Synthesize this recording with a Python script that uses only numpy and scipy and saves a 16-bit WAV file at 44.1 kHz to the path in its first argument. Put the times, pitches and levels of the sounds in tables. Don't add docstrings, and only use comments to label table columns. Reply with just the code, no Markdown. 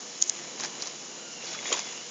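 import sys
import numpy as np
from scipy import signal
from scipy.io import wavfile

SR = 44100
rng = np.random.default_rng(int(sys.argv[2]) if len(sys.argv) > 2 else 0)


def how_loud(loudness_db):
    steps = np.asarray(loudness_db, float) / 20
    return 10 ** steps


def generate_wav(signal):
    frames = np.transpose(np.atleast_2d(signal))
    scaled = np.clip(frames, -1, 1) * 32767
    pcm = np.round(scaled).astype(np.int16)
    wavfile.write(sys.argv[1], SR, pcm)


N = 92610

# pitch_hz [Hz], level_db [dB], t60_s [s]
STEEL_MODES = [(480, -6, .06), (990, -3, .06), (1300, -8, .05), (1800, -6, .06), (2180, -3, .08),
               (2800, -10, .12), (3420, -3, .2), (3790, -8, .15), (4010, -14, .12), (4790, -6, .06),
               (5110, -15, .1), (5750, -6, .1), (6480, -8, .12), (6980, -6, .1)]


def rms_one(x):
    return x / np.sqrt(np.mean(x ** 2) + 1e-20)


def drift(rate_hz):
    r = np.exp(-80 * np.pi * rate_hz / SR)
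    chance = rng.standard_normal(N // 40 + 2002)
    slow = signal.lfilter([1], [1, -2 * r, r * r], chance)[2000:]
    return np.interp(np.arange(N) / 40, np.arange(len(slow)), rms_one(slow - slow.mean()))


def resonance(x, hz, width_hz):
    r = np.exp(-np.pi * width_hz / SR)
    feedback = [1, -2 * r * np.cos(2 * np.pi * hz / SR), r * r]
    return signal.lfilter(np.array([1, 0, -1]) * (1 - r * r) / 2, feedback, x + 1e-18)


def ring(x, hz, t60_s):
    r = how_loud(-60 / (t60_s * SR))
    w = 2 * np.pi * hz / SR
    return signal.lfilter([0, np.sin(w)], [1, -2 * r * np.cos(w), r * r], x + 1e-18)


def cut(x, hz, kind, order=2):
    return signal.sosfilt(signal.butter(order, hz, kind, fs=SR, output="sos"), x)


def coloured(x, spectrum, patchy_db=0.):
    edges_hz = 50 * 2 ** np.arange(0, 7.9, 1 / 3)
    hz, db = np.transpose(spectrum)
    centres_hz = edges_hz[:-1] * 2 ** (1 / 6)
    total = np.zeros(N)
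    for k, level_db in enumerate(np.interp(np.log(centres_hz), np.log(hz), db)):
        flicker = how_loud(level_db + patchy_db * drift(3.5))
        total += flicker * cut(x[k % len(x)], edges_hz[k:k + 2], "band")
    return total


def grains(per_s, spread_db):
    sizes = how_loud(spread_db * np.minimum(rng.exponential(1, N), 4)) * rng.choice([-1, 1], N)
    return rms_one(sizes * (rng.random(N) < per_s / SR))


def background():
    # pitch_hz [Hz], level_db [dB per Hz]
    air_spectrum = [(60, -4.5), (200, 2), (480, -17), (1000, -12), (1700, -10), (2800, -8), (3800, -12),
                    (7500, -9)]
    # pitch_hz [Hz], level_db [dB rms]
    engine_orders = [
        (75, -50),
        (149, -55.5),
    ]
    # time_s [s], level_db [dB]
    nearness = [(0, -1.5), (.25, -4.5), (.45, 1.5), (.8, 2), (1.2, 0), (1.6, 0.5), (2.1, -3.5)]
    # low_hz, high_hz [Hz]
    roar_band_hz = [122, 840]
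    t = np.arange(N) / SR
    air = how_loud(-46.5) * rms_one(coloured(rng.standard_normal((2, N)), air_spectrum, patchy_db=.5))
    engine = np.zeros(N)
    for hz, db in engine_orders:
        level = np.sqrt(2) * how_loud(db + 1.5 * drift(4))
        engine += level * np.sin(2 * np.pi * hz * t + .8 * drift(3))
    roar = rms_one(cut(rng.standard_normal(N), roar_band_hz, "band"))
    engine += how_loud(-50 + 1.2 * drift(9)) * roar
    return air + how_loud(np.interp(t, *np.transpose(nearness))) * engine


def whines():
    whine_lines = [(353, 36, -61), (480.4, 27, -60), (2960, 110, -60.5), (4055, 65, -63.5), (5310, 23, -64),
                   (5980, 36, -65), (6900, 75, -67)]
    total = np.zeros(N)
    for hz, width_hz, db in whine_lines:
        once = resonance(rng.standard_normal(N), hz, width_hz)
        total += how_loud(db) * rms_one(resonance(once, hz, width_hz))
    return total


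def scraping():
    # time_s [s], level_db [dB]
    effort_curve = [(0, -57), (.3, -48), (.4, -46.5), (.56, -53), (.62, -41), (.68, -46.5), (.78, -50.5),
                    (.86, -44), (.93, -52.5), (1.38, -60.5), (1.44, -45.5), (1.6, -45.5), (1.67, -41),
                    (1.73, -35), (1.8, -42), (1.86, -44.5), (2.1, -51)]
    unsteady_db = 0.8 * drift(22)
    effort = how_loud(np.interp(np.arange(N) / SR, *np.transpose(effort_curve)) + unsteady_db)
    grit = np.array([grains(2500, 4.5), grains(2500, 4.5)])
    return grit, effort


def steel_ringing(strikes, rub, effort):
    total = np.zeros(N)
    for k, (hz, db, t60_s) in enumerate(STEEL_MODES):
        scrape = how_loud(-37.5) * effort * np.roll(rub, 997 * k)
        total += how_loud(db) * ring(strikes[k] + scrape, hz, t60_s)
    return total


def snaps():
    # start_s [s], peak_db [dB], creak_db [dB re the snap], creak_length_s [s]
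    snap_events = [
        (0.2235, -5, -26, 0.03),
        (.2394, -25, -5, 0.008),
        (0.282, -37.5, 3, 0.04),
        (0.2964, -8, -23, 0.02),
    ]
    # start_s [s], peak_db [dB]
    slip_events = [(.2052, -29), (.2115, -28), (.2133, -24), (.2157, -30), (.2178, -23), (.2192, -18),
                   (.2209, -20), (.2224, -20), (.2275, -29), (.2288, -29), (.2375, -29), (.2728, -29),
                   (.278, -29), (.2798, -30), (.2928, -24), (.2937, -24), (.295, -25)]
    gain_db, ring_hz, width_hz = 8.5, 6750, 1200
    t = np.arange(N) / SR
    creak = grains(550, 1.7)
    clicks, swell, slips = np.zeros((3, N))
    for s, db, creak_db, lead_s in snap_events:
        clicks[int(s * SR)] = how_loud(db + gain_db)
        rise = np.clip(1 - (s - t) / lead_s, 0, 1) ** 1.5
        swell += how_loud(db + creak_db) * rise * np.exp(-np.maximum(t - s, 0) / 0.003)
    for s, db in slip_events:
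        slips[int(s * SR)] = how_loud(db + gain_db)
    hard = clicks * (clicks > how_loud(-6 + gain_db))
    rebound = how_loud(-3.5) * np.roll(hard, int(0.000905 * SR))
    snap = 2 * resonance(clicks + rebound + slips, ring_hz, width_hz)
    snap = snap + how_loud(-3.5) * cut(clicks, 5000, "high")
    return snap + 2 * resonance(cut(creak * swell, 4500, "high"), ring_hz, width_hz)


def crunches():
    # start_s [s], peak_db [dB], colour_hz [Hz], t60_s [s]
    crunch_events = [(0.416, -35, 520, 0.034), (0.593, -30, 4800, 0.016), (0.5985, -26.5, 1820, 0.025),
                     (0.5992, -28, 890, 0.025), (.5978, -23, 4800, 0.014), (.5985, -28, 6700, .015),
                     (0.6065, -28, 4000, .02), (0.6072, -23, 6300, .022), (.6155, -29, 5500, .02),
                     (.623, -28.5, 1460, 0.023), (.631, -29, 5000, .02), (0.6352, -27, 920, 0.035),
                     (.635, -27, 1750, .025), (.652, -30, 850, .03), (0.6354, -24, 4740, .025),
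                     (.636, -26, 6400, .02), (.639, -26, 2400, 0.04), (.640, -27, 6000, .025),
                     (0.6428, -29, 1400, 0.04), (0.6473, -22, 4860, 0.02), (.648, -24, 6500, .03),
                     (.648, -26.5, 1730, 0.043), (0.658, -26.5, 5400, 0.032), (.697, -37, 5460, 0.028),
                     (.8145, -30, 4600, .02), (0.822, -24, 4100, 0.03), (0.8216, -19.5, 5400, 0.025),
                     (.8225, -27, 7200, .015), (.826, -33, 710, 0.032), (0.858, -34, 4300, 0.027),
                     (.85, -32, 6800, .04), (0.8716, -22.5, 5400, 0.025), (.873, -28, 7200, .015),
                     (0.894, -32, 4500, 0.018),
                     (1.423, -31, 2580, 0.02), (1.436, -30.5, 497, 0.076), (1.4552, -29, 5700, .03),
                    (1.485, -32, 5200, .03), (1.528, -31, 5800, .03), (1.549, -30, 4800, .03),
                    (1.468, -29, 4140, 0.088), (1.5089, -25.5, 5870, 0.03), (1.534, -27.5, 3300, 0.037),
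                    (1.544, -28, 1320, 0.074), (1.553, -32, 1900, 0.036), (1.5885, -25, 2200, 0.017),
                    (1.628, -31, 2200, .03), (1.6556, -18.5, 2100, .03), (1.656, -28, 900, .025),
                    (1.6642, -27, 2000, 0.015), (1.668, -29, 5900, 0.04), (1.6905, -24, 2150, 0.04),
                    (1.7025, -26, 6800, .02), (1.7042, -24, 480, 0.025), (1.7177, -19, 1100, 0.015),
                    (1.7188, -19, 500, 0.025), (1.719, -27, 280, .03), (1.721, -21, 440, 0.02),
                    (1.7198, -26, 6900, .03), (1.7208, -27, 3400, .02), (1.7257, -11, 3000, 0.022),
                    (1.726, -16, 6400, 0.03), (1.7265, -20, 1000, .03), (1.7285, -19, 2200, .04),
                    (1.7372, -21, 950, 0.05), (1.7378, -18, 3250, 0.018), (1.742, -21, 2400, .015),
                    (1.7505, -25, 3300, .02), (1.7684, -28, 750, .03), (1.7712, -25, 1000, .025),
                    (1.7735, -25, 2700, .015), (1.783, -28, 800, .03), (1.7918, -25, 900, 0.027),
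                    (1.7922, -21, 2260, 0.021), (1.7913, -21, 5060, 0.018), (1.7915, -23, 6500, .03),
                    (1.7915, -29.5, 3420, 0.023), (1.76, -28, 3400, .04), (1.764, -29, 6400, .05),
                    (1.779, -29, 4800, .03), (1.8, -30, 4200, .04)]
    events = crunch_events
    colour_q, length = 3.1, SR // 8
    t = np.arange(length) / SR
    crumbs = grains(9000, 3.2)
    burst, tinted = np.zeros((2, N))
    strikes = np.zeros((len(STEEL_MODES), N))
    modes_hz = np.array(STEEL_MODES)[:, 0]
    luck_db = rng.normal(0, 0.93, (len(events), len(STEEL_MODES)))
    for (s, db, hz, t60_s), mode_luck_db in zip(events, luck_db):
        i = int(s * SR)
        shape = how_loud(db - 5.5 - 60 * t / max(t60_s, .003))
        burst[i:i + length] += shape * how_loud(-13.5)
        grit = crumbs[::-1][i:i + length] * shape
        grit[0] = shape[0] * how_loud(4) * np.sqrt(SR * colour_q / (np.pi * hz))
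        tone = resonance(resonance(grit, hz, hz / colour_q), hz, 2 * hz / colour_q)
        tinted[i:i + length] += tone * shape[0] / np.abs(tone).max()
        near_db = -6.0 * np.log2(modes_hz / hz) ** 2
        strikes[:, i] += how_loud(db - 38 + mode_luck_db + near_db)
    return crumbs * burst, tinted, strikes


def digging():
    # pitch_hz [Hz], level_db [dB per Hz]
    soil_spectrum = [(150, -2), (450, 3), (1000, 1.5), (1500, -1.5), (2300, 2), (4300, -5.5), (7500, -5)]
    grit, effort = scraping()
    crumbs, tinted, strikes = crunches()
    norm = np.std(coloured(grit, soil_spectrum))
    soil = coloured(grit * effort + crumbs, soil_spectrum) / norm
    return soil + tinted + steel_ringing(strikes, grit[0], effort)


def singing():
    sung_notes = [(.74, .18, 4010, -59), (.66, .2, 2850, -59), (1.08, .3, 2800, -59),
                  (1.33, .16, 2770, -55), (1.17, .17, 1410, -58), (1.46, .17, 3400, -54),
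                  (1.652, .045, 3422, -44.5), (1.61, .11, 3792, -54), (1.71, .2, 3420, -50.5),
                  (1.656, .011, 7000, -50), (1.669, .017, 7000, -48), (1.691, .015, 6950, -49),
                  (1.7258, .01, 7000, -35), (1.735, .016, 7000, -45), (1.737, .018, 970, -36),
                  (1.79, .06, 2180, -53), (1.835, .075, 2075, -52), (1.86, .18, 2770, -54),
                  (1.9, .14, 2950, -56)]
    width_hz = 23
    t = np.arange(N) / SR
    waver = how_loud(1.5 * drift(width_hz) + 1.8 * drift(160))
    wander = 1.1 * drift(width_hz / 2)
    total = np.zeros(N)
    for s, length_s, hz, db in sung_notes:
        swell = np.abs(np.sin(np.pi * np.clip((t - s) / length_s, 0, 1))) ** 0.36
        total += np.sqrt(2) * how_loud(db) * swell * waver * np.sin(2 * np.pi * hz * t + wander)
    return total


def scene():
    near = cut(snaps() + digging() + singing(), 7490, "low", order=6)
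    return (near + background() + whines())[None]


def low_pass(x):
    return signal.sosfilt(signal.butter(12, 9480, fs=SR, output="sos"), x)


def record(dry):
    # low_hz, high_hz [Hz]
    mirror_band_hz = [8080, 8960]
    inner_rate_hz, image_lead_s = 16000, .0015
    bright = dry + (how_loud(10.5) - 1) * resonance(dry, 7000, 3700)
    x = cut(bright, 195.4, "high", order=4)
    x = x + how_loud(-91) * rms_one(cut(rng.standard_normal(N), 70, "low"))
    mirrored = x * np.cos(2 * np.pi * inner_rate_hz * np.arange(N) / SR)
    image = cut(mirrored, mirror_band_hz, "band", order=8)
    x = signal.sosfilt(signal.cheby1(10, .5, 7058, fs=SR, output="sos"), x)
    return low_pass(x + how_loud(-26) * np.roll(image, -int(image_lead_s * SR)))


dry = scene()
out = record(dry)
generate_wav(out)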